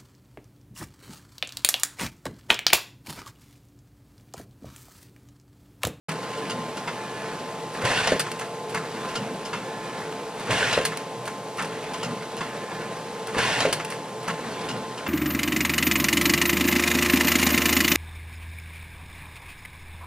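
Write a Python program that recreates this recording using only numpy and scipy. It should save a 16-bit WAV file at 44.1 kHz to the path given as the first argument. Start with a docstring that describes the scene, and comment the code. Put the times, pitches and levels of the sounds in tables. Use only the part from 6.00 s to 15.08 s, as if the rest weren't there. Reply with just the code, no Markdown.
"""A whining motor, a rush of air, then a thump and a snap, over and over every 2.7 to 2.9 s.
This is a book scanner turning the pages of a ring binder inside its cabinet. A suction arm swings
in, grips a sheet and lifts it. Rushing air lays the sheet down, the page clamps land on it,
and the latches clack round again. Fans hum the whole time."""
import sys
import numpy as np
from scipy import signal
from scipy.fft import rfft, irfft
from scipy.io import wavfile
from scipy.ndimage import map_coordinates

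SR = 44100
rng = np.random.default_rng(int(sys.argv[2]) if len(sys.argv) > 2 else 0)


def store_wav(level_fs):
    """Save 16-bit WAV to argv[1]."""
    pcm = np.round(np.clip(np.atleast_2d(level_fs), -1, 1) * 32767)
    wavfile.write(sys.argv[1], SR, pcm.T.astype(np.int16))


N = 400428
TIME = np.arange(N) / SR
VALVE_OPEN_S, VALVE_SHUT_S = 1.824, 2.101  # counted from the start of each page turn

# In the tables, start_s counts from the start of the sound, offset_s from the start of a page turn.
# fade_s is the time a sound takes to fall by 60 dB.
# Page turns: start_s, clamp_force_db, jolt_db
TURNS = [(0.0299, -3.5, -3.5), (2.6858, -4, -0.5), (5.5616, -4, -10.5), (8.219, -6.5, 1)]
# A catch trips between turns, with a tick and then a clack: start_s, tick_db, clack_db, rattle_s
CATCHES = [(2.39, -38, -31.5, 0.019), (5.253, -37.5, -32, 0.015), (5.562, -51, -30.5, 0.041),
           (7.901, -34.5, -33, 0.0089)]
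# Pitches the air duct boosts or weakens: pitch_hz, width_hz, boost_db
DUCT_RESONANCES = [(1050, 80, 6), (1270, 170, -5), (1420, 60, 5), (1565, 80, 4), (1745, 100, 4),
                   (2350, 120, -4), (2520, 70, 3), (2770, 110, 5), (3860, 120, -3), (4430, 140, 3),
                   (5600, 400, 3)]
# Tone colour of a hard knock: pitch_hz, level_db
KNOCK_SPECTRUM = [(60, -11.5), (200, -3), (650, -4.5), (950, 4), (1700, 5), (2700, -1.5), (3600, -8.5),
                  (5500, -13.5), (7000, -11), (11000, -17), (14000, -32)]


def air_rush():
    """Swirling air hisses out of the valve while the sheet is laid down."""
    # Strength of each rush: gain_db
    strengths = [0.4, 0.65, 0.8]
    # Tone colour of the air: pitch_hz, level_db
    spectrum = [(30, -17), (70, -12), (110, -0.5), (320, -6.5), (900, 1), (1650, -0.5), (2300, 1),
                (3050, -2.5), (3500, -4), (5000, -10.5), (6500, -13), (9500, -14.5), (11300, -17.5),
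                (12500, -35)]
    eddies = churned(gritty(grain_db=.8, grain_hz=900), patch_db=1.5, patch_hz=200, patch_s=.022)
    flow, one_rush = np.zeros(N), valve_flow(TIME[:N // 3])
    for (start, _, _), gain_db in zip(TURNS, strengths):
        add(flow, start, amp(gain_db) * one_rush)
    return amp(1.23) * in_cabinet(eddies * flow, spectrum, DUCT_RESONANCES, depth=.94)


def valve_flow(t, build_db_per_s=800, sag_db_per_s=10, cut_db_per_s=332, leak_db_per_s=55):
    """Stored air escapes with a puff, sags with the pressure and is cut off; a weak leak dies away."""
    since_open = t - VALVE_OPEN_S
    since_shut = np.maximum(t - VALVE_SHUT_S, 0)
    build = amp(build_db_per_s * np.minimum(since_open, 0))
    puff = 1 + .35 * np.exp(-(since_open / .007) ** 2)
    flow = amp(-25 - sag_db_per_s * np.maximum(since_open, 0) - cut_db_per_s * since_shut)
    leak = amp(-32.5 - leak_db_per_s * since_shut)
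    return build * puff * np.maximum(flow, leak)


def thumps(landing_s=2.0892, swell_s=.00271):
    """The padded clamp thumps the binder's cradle, which rings; clamp and valve make the cabinet boom."""
    # How the clamp lands in each turn: level_db, pitch_hz
    hits = [(-7.6, 495), (-9.8, 520), (-8.5, 530)]
    # It bounces before it rests: start_s, level_db, pitch_hz
    bounces = [(2.1487, -20, 480), (2.1617, -20, 500), (4.787, -22, 480), (4.801, -24, 520),
               (7.6785, -17.5, 470), (7.692, -21, 500), (7.699, -23, 540)]
    # Ringing notes of the cradle: pitch_hz, gain_db, fade_s
    cradle_notes = [(269, -22.5, .3), (410, -24, .2), (505, -17.5, .22), (590, -26, .2), (630, -25, .16)]
    # Tone colour of the boom: pitch_hz, level_db
    boom_spectrum = [(30, -14), (80, -5), (130, -5), (280, -3), (370, -7), (450, 3), (530, 4), (630, 1),
                     (800, -11), (2100, -13), (5000, -29), (12000, -55)]
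    out, t = np.zeros(N), np.arange(SR // 4) / SR
    landings = [(start + landing_s, db, hz) for (start, _, _), (db, hz) in zip(TURNS, hits)]
    push = (t / swell_s * np.exp(1 - t / swell_s)) ** 3
    for s, db, hz in landings + bounces:
        add(out, s, amp(db) * push * np.sin(2 * np.pi * hz * t))
    for s, db, _ in landings:
        for hz, gain_db, fade_s in cradle_notes:
            ring = amp(db + gain_db - 60 * t / fade_s) * np.sin(2 * np.pi * hz * t)
            add(out, s + 2 * swell_s, ring)
    valve_booms = each_turn([(VALVE_OPEN_S - .023, -6, .21)])  # offset_s, level_db, fade_s
    clamp_booms = [(s + .004, db, .28) for s, db, _ in landings]
    touches = [(s + swell_s / 2, db, .03) for s, db, _ in landings]
    boom = blows(clamp_booms + valve_booms, rise_s=.004, crack=.1, crack_s=.006, tail_db=-20, tail_s=.4)
    knock = blows(touches, rise_s=.0005, crack=.5, crack_s=.002, tail_db=-30, tail_s=.1)
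    out += amp(-16) * in_cabinet(knock * rng.standard_normal(N), KNOCK_SPECTRUM, depth=.5)
    return out + amp(-16.5) * in_cabinet(boom * rng.standard_normal(N), boom_spectrum, depth=.4)


def metal_clicks():
    """Bright clicks: the clamps snap, the valve bursts open, the catch trips and the sheet ticks on the binder
    rings."""
    # Snaps of the clamps, and the sharp burst as the valve opens: offset_s, level_db, fade_s
    snaps = [(.009, -34.5, 0.13), (.061, -25, 0.047), (.086, -34.5, .11), (1.709, -37.5, 0.15),
             (1.821, -28, 0.062), (2.126, -35.5, 0.084), (2.165, -14.5, 0.087), (2.286, -22, 0.03)]
    # Ticks on the rings: start_s, level_db
    ring_ticks = [(.771, -37), (1.821, -33), (2.396, -28), (4.005, -38), (5.277, -29), (5.935, -30),
                  (6.368, -31), (7.271, -28)]
    # Tone colour of a click: pitch_hz, level_db
    spectrum = [(100, -20), (800, -6), (1500, -.5), (3000, -3), (4500, -3), (7200, -5.5), (9000, -2),
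                (11000, -6), (13000, -6), (14500, -14)]
    # Resonances of the metal clamps: pitch_hz, width_hz, boost_db
    resonances = [(1650, 300, 2), (2750, 400, 5), (3850, 300, -6), (4350, 400, 3), (6230, 150, 5),
                  (7000, 1200, -4), (9430, 300, 8), (10100, 300, -6), (10480, 220, 6)]
    clicks = [(start + s, db + force_db, fade_s)
              for start, force_db, _ in TURNS for s, db, fade_s in snaps]
    clicks += [(s, db, .27) for s, db, _, _ in CATCHES]
    clicks += [(s, db, .019) for s, db in ring_ticks]
    loudness = blows(clicks, rise_s=.00052, crack=.24, crack_s=.0013, tail_db=-19.5, tail_s=.24)
    return in_cabinet(loudness * gritty(grain_db=1, grain_hz=900), spectrum, resonances, depth=.9)


def arm():
    """The gears get louder as the arm works harder; its motor whines, and groans as it brakes."""
    # Effort as the arm swings in, rests, lifts and carries the sheet: offset_s, level_db
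    effort_curve = [(.04, -35.5), (.16, -40), (.25, -35), (.34, -35.5), (.45, -34), (.56, -37.5),
                    (.7, -40.5), (.92, -37.5), (1.06, -38.5), (1.24, -36), (1.45, -39), (1.65, -41.5),
                    (1.78, -31)]
    # Extra effort in each turn: gain_db
    turn_gains = [-0.1, -.1, 0.2, -0]
    # Motor whines of the swing and the lift: offset_s, length_s, pitch_hz, level_db
    whines = [(.16, .5, 1042, -48), (.375, .025, 1022, -40), (.33, .06, 3530, -54), (.96, .34, 1734, -48),
              (1.0, .27, 2422, -56), (1.0, .25, 655, -53), (1.0, .27, 1387, -58)]
    # Tone colour of the gears: pitch_hz, level_db
    gear_spectrum = [(60, -15.5), (200, 3.5), (600, -2.5), (1400, -2.5), (2600, -8), (3600, -11.5),
                     (4600, -14.5), (7000, -21), (10500, -19.5), (13000, -31)]
    # Tone colour of the groan: pitch_hz, level_db
    groan_spectrum = [(40, -41), (95, -12), (120, -16), (155, 3), (205, -2.5), (250, 9), (310, -23),
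                      (500, -7), (1000, -14), (4000, -62)]
    gears = churned(gritty(grain_db=1.8, grain_hz=400), patch_db=2.2, patch_hz=170, patch_s=.035)
    effort = loudness_curve([[(start + s, db + gain_db) for s, db in effort_curve]
                             for (start, _, _), gain_db in zip(TURNS, turn_gains)])
    strain = amp(drift(25))
    out = amp(-1.55) * in_cabinet(gears * effort * strain, gear_spectrum, DUCT_RESONANCES, depth=.16)
    for s, length_s, hz, db in whines:
        runs = [[(start + s, db), (start + s + length_s, db)] for start, _, _ in TURNS]
        out += loudness_curve(runs) * tone(hz, wander_hz=3, flutter_db=1.3)
    braking = amp(-36.5) * swell_each_turn(offset_s=.437, length_s=.25)
    return out + in_cabinet(braking * rng.standard_normal(N), groan_spectrum, depth=.65)


def latches(rise_s=.0012, tail_db=-12, tail_s=.68):
    """Each latch strikes, rings and chatters; an electromagnet rattles as the arm grips the sheet."""
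    # Clacks of the latches: offset_s, level_db, rattle_s
    turn_clacks = [(0.058, -30, 0.032), (0.083, -36.5, 0.012), (0.845, -31, 0.025), (1.718, -40, 0.02),
                   (1.784, -35, 0.032), (2.233, -33.5, 0.024)]
    # Resonances that colour the chatter: pitch_hz, width_hz, boost_db
    resonances = [(880, 70, 5), (1080, 160, 4), (1340, 70, 4), (1720, 90, 4), (2100, 160, 4), (2690, 70, 6),
                  (2880, 70, 4), (4720, 180, 5), (6050, 250, 6)]
    # Ringing notes of a latch: pitch_hz, gain_db, fade_s
    latch_notes = [(875, -6, .11), (1085, -5, .1), (1205, -7, .14), (1340, -3, .15), (1725, -6, .17),
                   (2160, -9, .1), (2870, -12, .16), (4700, -17, .13)]
    # Strikes of the electromagnet: offset_s, level_db
    grips = [(.845, -33.5), (.868, -38)]
    # Its ringing notes: pitch_hz, gain_db, fade_s
    grip_notes = [(965, 3, .13), (1080, -2, .1), (1410, -3, .09), (1800, -3, .06), (2090, -3, .16),
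                  (2685, -3, .18), (3090, -9, .14), (3480, -7, .14), (4750, -9, .1), (5200, -10, .1)]
    loudness, t = np.zeros(N), np.arange(SR // 2) / SR
    # Only the earliest clacks of a turn share its starting jolt.
    clacks = [(start + s, db + jolt_db * (s < .12), rattle_s)
              for start, _, jolt_db in TURNS for s, db, rattle_s in turn_clacks]
    clacks += [(s + .02, db, rattle_s) for s, _, db, rattle_s in CATCHES]
    attack = 1 - np.exp(-t / rise_s)
    tail = amp(tail_db - 60 * t / tail_s)
    for s, db, rattle_s in clacks:
        chatter = np.exp(-(t / rattle_s) ** 3)
        add(loudness, s, amp(db) * attack * np.hypot(chatter, tail))
    grit = gritty(grain_db=2.2, grain_hz=600)
    rattle = amp(2.5) * in_cabinet(loudness * grit, KNOCK_SPECTRUM, resonances, depth=1.2)
    strikes = [(s, db - 6) for s, db, _ in clacks]
    return rattle + struck(strikes, latch_notes) + struck(each_turn(grips), grip_notes)


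def paper_slaps():
    """The sheet slaps against the ringing suction head and rustles under the arm."""
    # The head lands on the sheet, settles and lets go: offset_s, level_db, fade_s
    slaps = [(.467, -23.5, 0.13), (.482, -31, 0.092), (2.041, -18, 0.091)]
    # Rustles of the loose sheet: start_s, level_db
    rustles = [(.2254, -35), (.3724, -34), (0.769, -29), (3.0874, -32), (3.4507, -29), (5.937, -31),
               (6.373, -31.5), (8.607, -34), (8.975, -31)]
    # Tone colour of the paper: pitch_hz, level_db
    spectrum = [(100, -11), (900, 5), (1600, -1.5), (3200, -2), (5200, -3.5), (7500, -7), (11000, -7.5),
                (13500, -32)]
    # Resonances of the suction head: pitch_hz, width_hz, boost_db
    resonances = [(1410, 100, 11), (2110, 90, 5), (2850, 120, 11), (3150, 120, 8), (4330, 110, 5),
                  (4870, 140, 6), (5320, 200, 7), (6430, 160, 4), (7150, 160, 8)]
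    touches = each_turn(slaps) + [(s, db, .16) for s, db in rustles]
    loudness = blows(touches, rise_s=.0015, crack=.4, crack_s=.01, tail_db=-35, tail_s=.25)
    crackle = loudness * gritty(grain_db=2, grain_hz=700)
    return amp(-4) * in_cabinet(crackle, spectrum, resonances, depth=1.3)


def paper_pops():
    """The sheet buckles with dull, crackly pops as the air bends it over."""
    # Pops: start_s, level_db, fade_s
    pops = [(1.903, -21, 0.075), (2.072, -25, 0.067), (4.622, -35, 0.07), (7.602, -32, .07)]
    # Their tone colour: pitch_hz, level_db
    spectrum = [(100, -5), (600, -3), (1000, -7), (1700, -2), (2800, -14), (4500, -15), (11000, -22),
                (13000, -38)]
    loudness = blows(pops, rise_s=.002, crack=.3, crack_s=.01, tail_db=-30, tail_s=.2)
    return in_cabinet(loudness * gritty(grain_db=2, grain_hz=700), spectrum, DUCT_RESONANCES, depth=.8)


def paper_squeaks(wander_hz=60):
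    """The sheet slips with brief, rough tones as it is gripped, slides and is let go."""
    # Slips: start_s, level_db, pitch_hz, glide_hz_per_s, length_s
    slips = [(.48, -42, 2820, 0, .073), (1.924, -29, 2800, -7000, .02), (1.975, -29.5, 1580, 0, .04),
             (3.138, -44, 2820, 0, .098), (4.622, -26, 1520, 10000, .028), (4.727, -29, 3980, -1000, .027),
             (6.011, -39, 2820, 0, .073), (7.605, -28.5, 4050, -2500, .036), (7.607, -26, 1800, 0, .016),
             (8.667, -45, 2820, 0, .081)]
    out, wobble, roughness = np.zeros(N), drift(60), evened(1 + drift(250))
    for s, db, hz, glide, length_s in slips:
        part = slice(round(s * SR), round((s + 2 * length_s) * SR))
        pitch_hz = hz + glide * (TIME[part] - s) + wander_hz * wobble[part]
        loudness = amp(db) * np.sqrt(2) * swell(s, length_s)[part] * roughness[part]
        add(out, s, loudness * sine(pitch_hz))
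    return out


def frame_shudders():
    """The frame shakes briefly as the arm starts and stops, the valve opens and the clamps close."""
    # The jolt as the arm starts: offset_s, level_db, pitch_hz, length_s
    first_jolt = (.052, -33.5, 160, .1)
    # The later shudders: offset_s, level_db, pitch_hz, length_s
    shudders = [(.48, -39.5, 120.5, .13), (.5, -41, 204, .14), (.835, -39, 160, .055),
                (1.715, -38, 450, .04), (1.785, -35, 490, .04), (1.805, -33, 120.5, .06),
                (2.065, -37, 160, .07), (2.15, -39.5, 150, .13)]
    s, db, hz, length_s = first_jolt
    jolts = sum(amp(db + jolt_db) * swell(start + s, length_s) for start, _, jolt_db in TURNS)
    shakes = [(jolts, hz)]
    shakes += [(amp(db) * swell_each_turn(s, length_s), hz) for s, db, hz, length_s in shudders]
    return sum(gain * tone(hz, wander_hz=6, flutter_db=2) for gain, hz in shakes)


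def fans():
    """The fans blow a steady wash of air, and their blades hum."""
    # Tone colour of the wash: pitch_hz, level_db
    spectrum = [(25, -43), (60, -15), (90, -20), (125, -5.5), (180, -2), (245, -6.5), (310, -2.5),
                (500, -0.6), (630, -2.7), (750, 0), (1000, -2), (1300, -8), (2500, -11), (4500, -15.5),
                (9500, -19), (12000, -19.5), (13500, -29)]
    # A faint high resonance: pitch_hz, width_hz, boost_db
    resonances = [(3963, 45, 2)]
    # Hums of the blades: pitch_hz, level_db, wander_hz, flutter_db
    hums = [(443, -51.5, 13, 3), (802, -53.5, 2, 2), (871.5, -44.8, 2.5, 1.4), (930, -58, 4, 2),
            (1042.5, -44.7, 3.2, 1.4)]
    wash = amp(-35.5) * in_cabinet(gritty(grain_db=.5, grain_hz=57.7), spectrum, resonances, depth=1.76)
    return wash + sum(amp(db) * tone(hz, wander, flutter) for hz, db, wander, flutter in hums)


def stereo_spread(x, decay_s=.0093, size=1024):
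    """A short, bright smear that slightly widens the sound when it is opposite in each channel."""
    # Tone colour of the smear: pitch_hz, level_db
    spectrum = [(100, -13.5), (500, -26), (1500, -13), (4000, -3), (8000, -8), (13000, -31)]
    colour = amp(spectrum_db(spectrum, size))
    burst = irfft(rfft(rng.standard_normal(size)) * colour, size)
    fade = np.exp(-np.arange(size) / SR / decay_s)
    return signal.oaconvolve(x, burst * fade / np.linalg.norm(fade))[:N]


def in_cabinet(x, spectrum, resonances=(), depth=1., size=8192):
    """Gives noise a tone colour, plus its own and the cabinet's resonances, scaled by depth."""
    # Pitches the cabinet boosts: pitch_hz, width_hz, boost_db
    cabinet = [(121, 20, 7), (161, 16, 6), (200, 20, 6), (235, 14, 4), (273, 18, 5), (350, 40, 3),
               (446, 46, 8), (490, 16, 3), (532, 24, 4), (585, 26, 4), (655, 18, 4), (695, 22, 4)]
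    hz = np.fft.rfftfreq(size, 1 / SR)
    peaks_db = sum(boost / (1 + (2 * (hz - centre) / width) ** 2)
                   for centre, width, boost in [*cabinet, *resonances])
    db = spectrum_db(spectrum, size) + depth * peaks_db
    log_gain = np.log(amp(np.r_[db, db[-2:0:-1]]))
    # This filter rings after a hit, never before it.
    response = np.fft.ifft(np.exp(np.conj(signal.hilbert(log_gain)))).real[:size // 2]
    return signal.oaconvolve(x, response / np.linalg.norm(response))[:N]


def spectrum_db(spectrum, size):
    """Joins (pitch_hz, level_db) points into a curve over all pitches."""
    hz, db = np.transpose(spectrum)
    return np.interp(np.log(np.fft.rfftfreq(size, 1 / SR) + 1), np.log(hz), db)


def struck(strikes, notes, vary_db=1.5, detune=.003):
    """Sharp strikes set a metal part ringing, a little differently each time."""
    out, t = np.zeros(N), np.arange(SR // 5) / SR
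    hz, gain_db, fade_s = np.transpose(notes)[:, :, None]
    for s, db in strikes:
        strength, mistuning, side = rng.standard_normal((3, len(notes), 1))
        loudness = amp(db + gain_db + vary_db * strength - 60 * t / fade_s)
        waves = np.sign(side) * np.sin(2 * np.pi * hz * (1 + detune * mistuning) * t)
        add(out, s, (loudness * waves).sum(0))
    return out


def blows(hits, rise_s, crack, crack_s, tail_db, tail_s):
    """Loudness of hits over time: a first crack, chatter dying away, and the cabinet's faint tail."""
    power, t = np.zeros(N), np.arange(SR // 2) / SR
    attack = 1 - np.exp(-t / rise_s)
    tail = amp(tail_db - 60 * t / tail_s)
    for s, db, fade_s in hits:
        shape = crack * np.exp(-t / crack_s) + amp(-60 * t / fade_s) + tail
        add(power, s, (amp(db) * shape * attack) ** 2)
    return np.sqrt(power)


def gritty(grain_db, grain_hz):
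    """Noise that comes in clumps, as from many tiny contacts."""
    return evened(rng.standard_normal(N) * amp(grain_db * drift(grain_hz)))


def churned(x, patch_db, patch_hz, patch_s, size=512):
    """Bands of pitch swell and sink as contacts and swirls of air come and go."""
    hz, t, slices = signal.stft(x, SR, nperseg=size, noverlap=size * 3 // 4)
    field = rng.standard_normal((400, 1500))
    grid = np.meshgrid(hz / patch_hz, t / patch_s, indexing="ij")
    patches = evened(map_coordinates(field, grid, order=1, mode="mirror"))
    slices = slices * evened(amp(patch_db * patches))
    return signal.istft(slices, SR, nperseg=size, noverlap=size * 3 // 4)[1][:N]


def tone(hz, wander_hz, flutter_db):
    """A note that wavers in pitch and loudness."""
    return evened(sine(hz + wander_hz * drift(60)) * amp(flutter_db * drift(25)))


def sine(pitch_hz):
    """A pure wave that follows a changing pitch."""
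    return np.sin(2 * np.pi * np.cumsum(pitch_hz) / SR)


def drift(rate_hz):
    """A random wobble, about 1 in size."""
    points = rng.standard_normal(20000)
    return evened(np.interp(TIME * rate_hz, np.arange(len(points)), points))


def loudness_curve(curves, edge_s=.04):
    """Follows lists of (start_s, level_db) points, fading to silence between the lists."""
    gain = np.zeros(N)
    for points in curves:
        s, db = np.transpose(points)
        gate = np.interp(TIME, [s[0] - edge_s, s[0], s[-1], s[-1] + edge_s], [0, 1, 1, 0])
        gain += gate * amp(np.interp(TIME, s, db))
    return gain


def swell(start_s, length_s):
    """A quick rise and a slower fall, silent before and after."""
    return np.interp((TIME - start_s) / length_s, [0, .25, .5, 1.2], [0, 1, .8, 0])


def swell_each_turn(offset_s, length_s):
    """The same swell at the same moment of every page turn."""
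    return sum(swell(start + offset_s, length_s) for start, _, _ in TURNS)


def each_turn(rows):
    """Repeats rows for every page turn, changing offset_s into start_s."""
    return [(start + s, *rest) for start, _, _ in TURNS for s, *rest in rows]


def amp(db):
    """Turns decibels into a plain multiplier."""
    return 10 ** (np.asarray(db) / 20)


def evened(x):
    """Scales a signal to an average power of 1."""
    return x / np.sqrt(np.mean(x ** 2) + 1e-20)


def add(mix, start_s, sound):
    """Mixes a sound in at the given time."""
    part = mix[max(round(start_s * SR), 0):][:len(sound)]
    part += sound[:len(part)]


def scene(lag_s=3.45e-5):
    """Two close microphones: the left hears the machine a moment later; a smear widens the sound."""
    machine = (fans() + arm() + air_rush() + paper_pops() + paper_squeaks() + latches()
               + metal_clicks() + paper_slaps() + thumps() + frame_shudders())
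    delay = np.exp(-2j * np.pi * np.fft.rfftfreq(N, 1 / SR) * lag_s)
    left = irfft(rfft(machine) * delay, N)
    spread = amp(-4) * stereo_spread(machine)
    return np.array([left + spread, machine - spread])


def record(dry):
    """The sound cuts in after a moment of silence, and the very highest treble is removed."""
    silence_s, top_hz = .084, 14200
    fade_in = np.clip((TIME - silence_s) * 500, 0, 1)
    treble_cut = signal.firwin(255, top_hz, window=("kaiser", 9), fs=SR)
    return signal.oaconvolve(dry * fade_in, treble_cut[None], "same")


dry = scene()
out = record(dry)
store_wav(out)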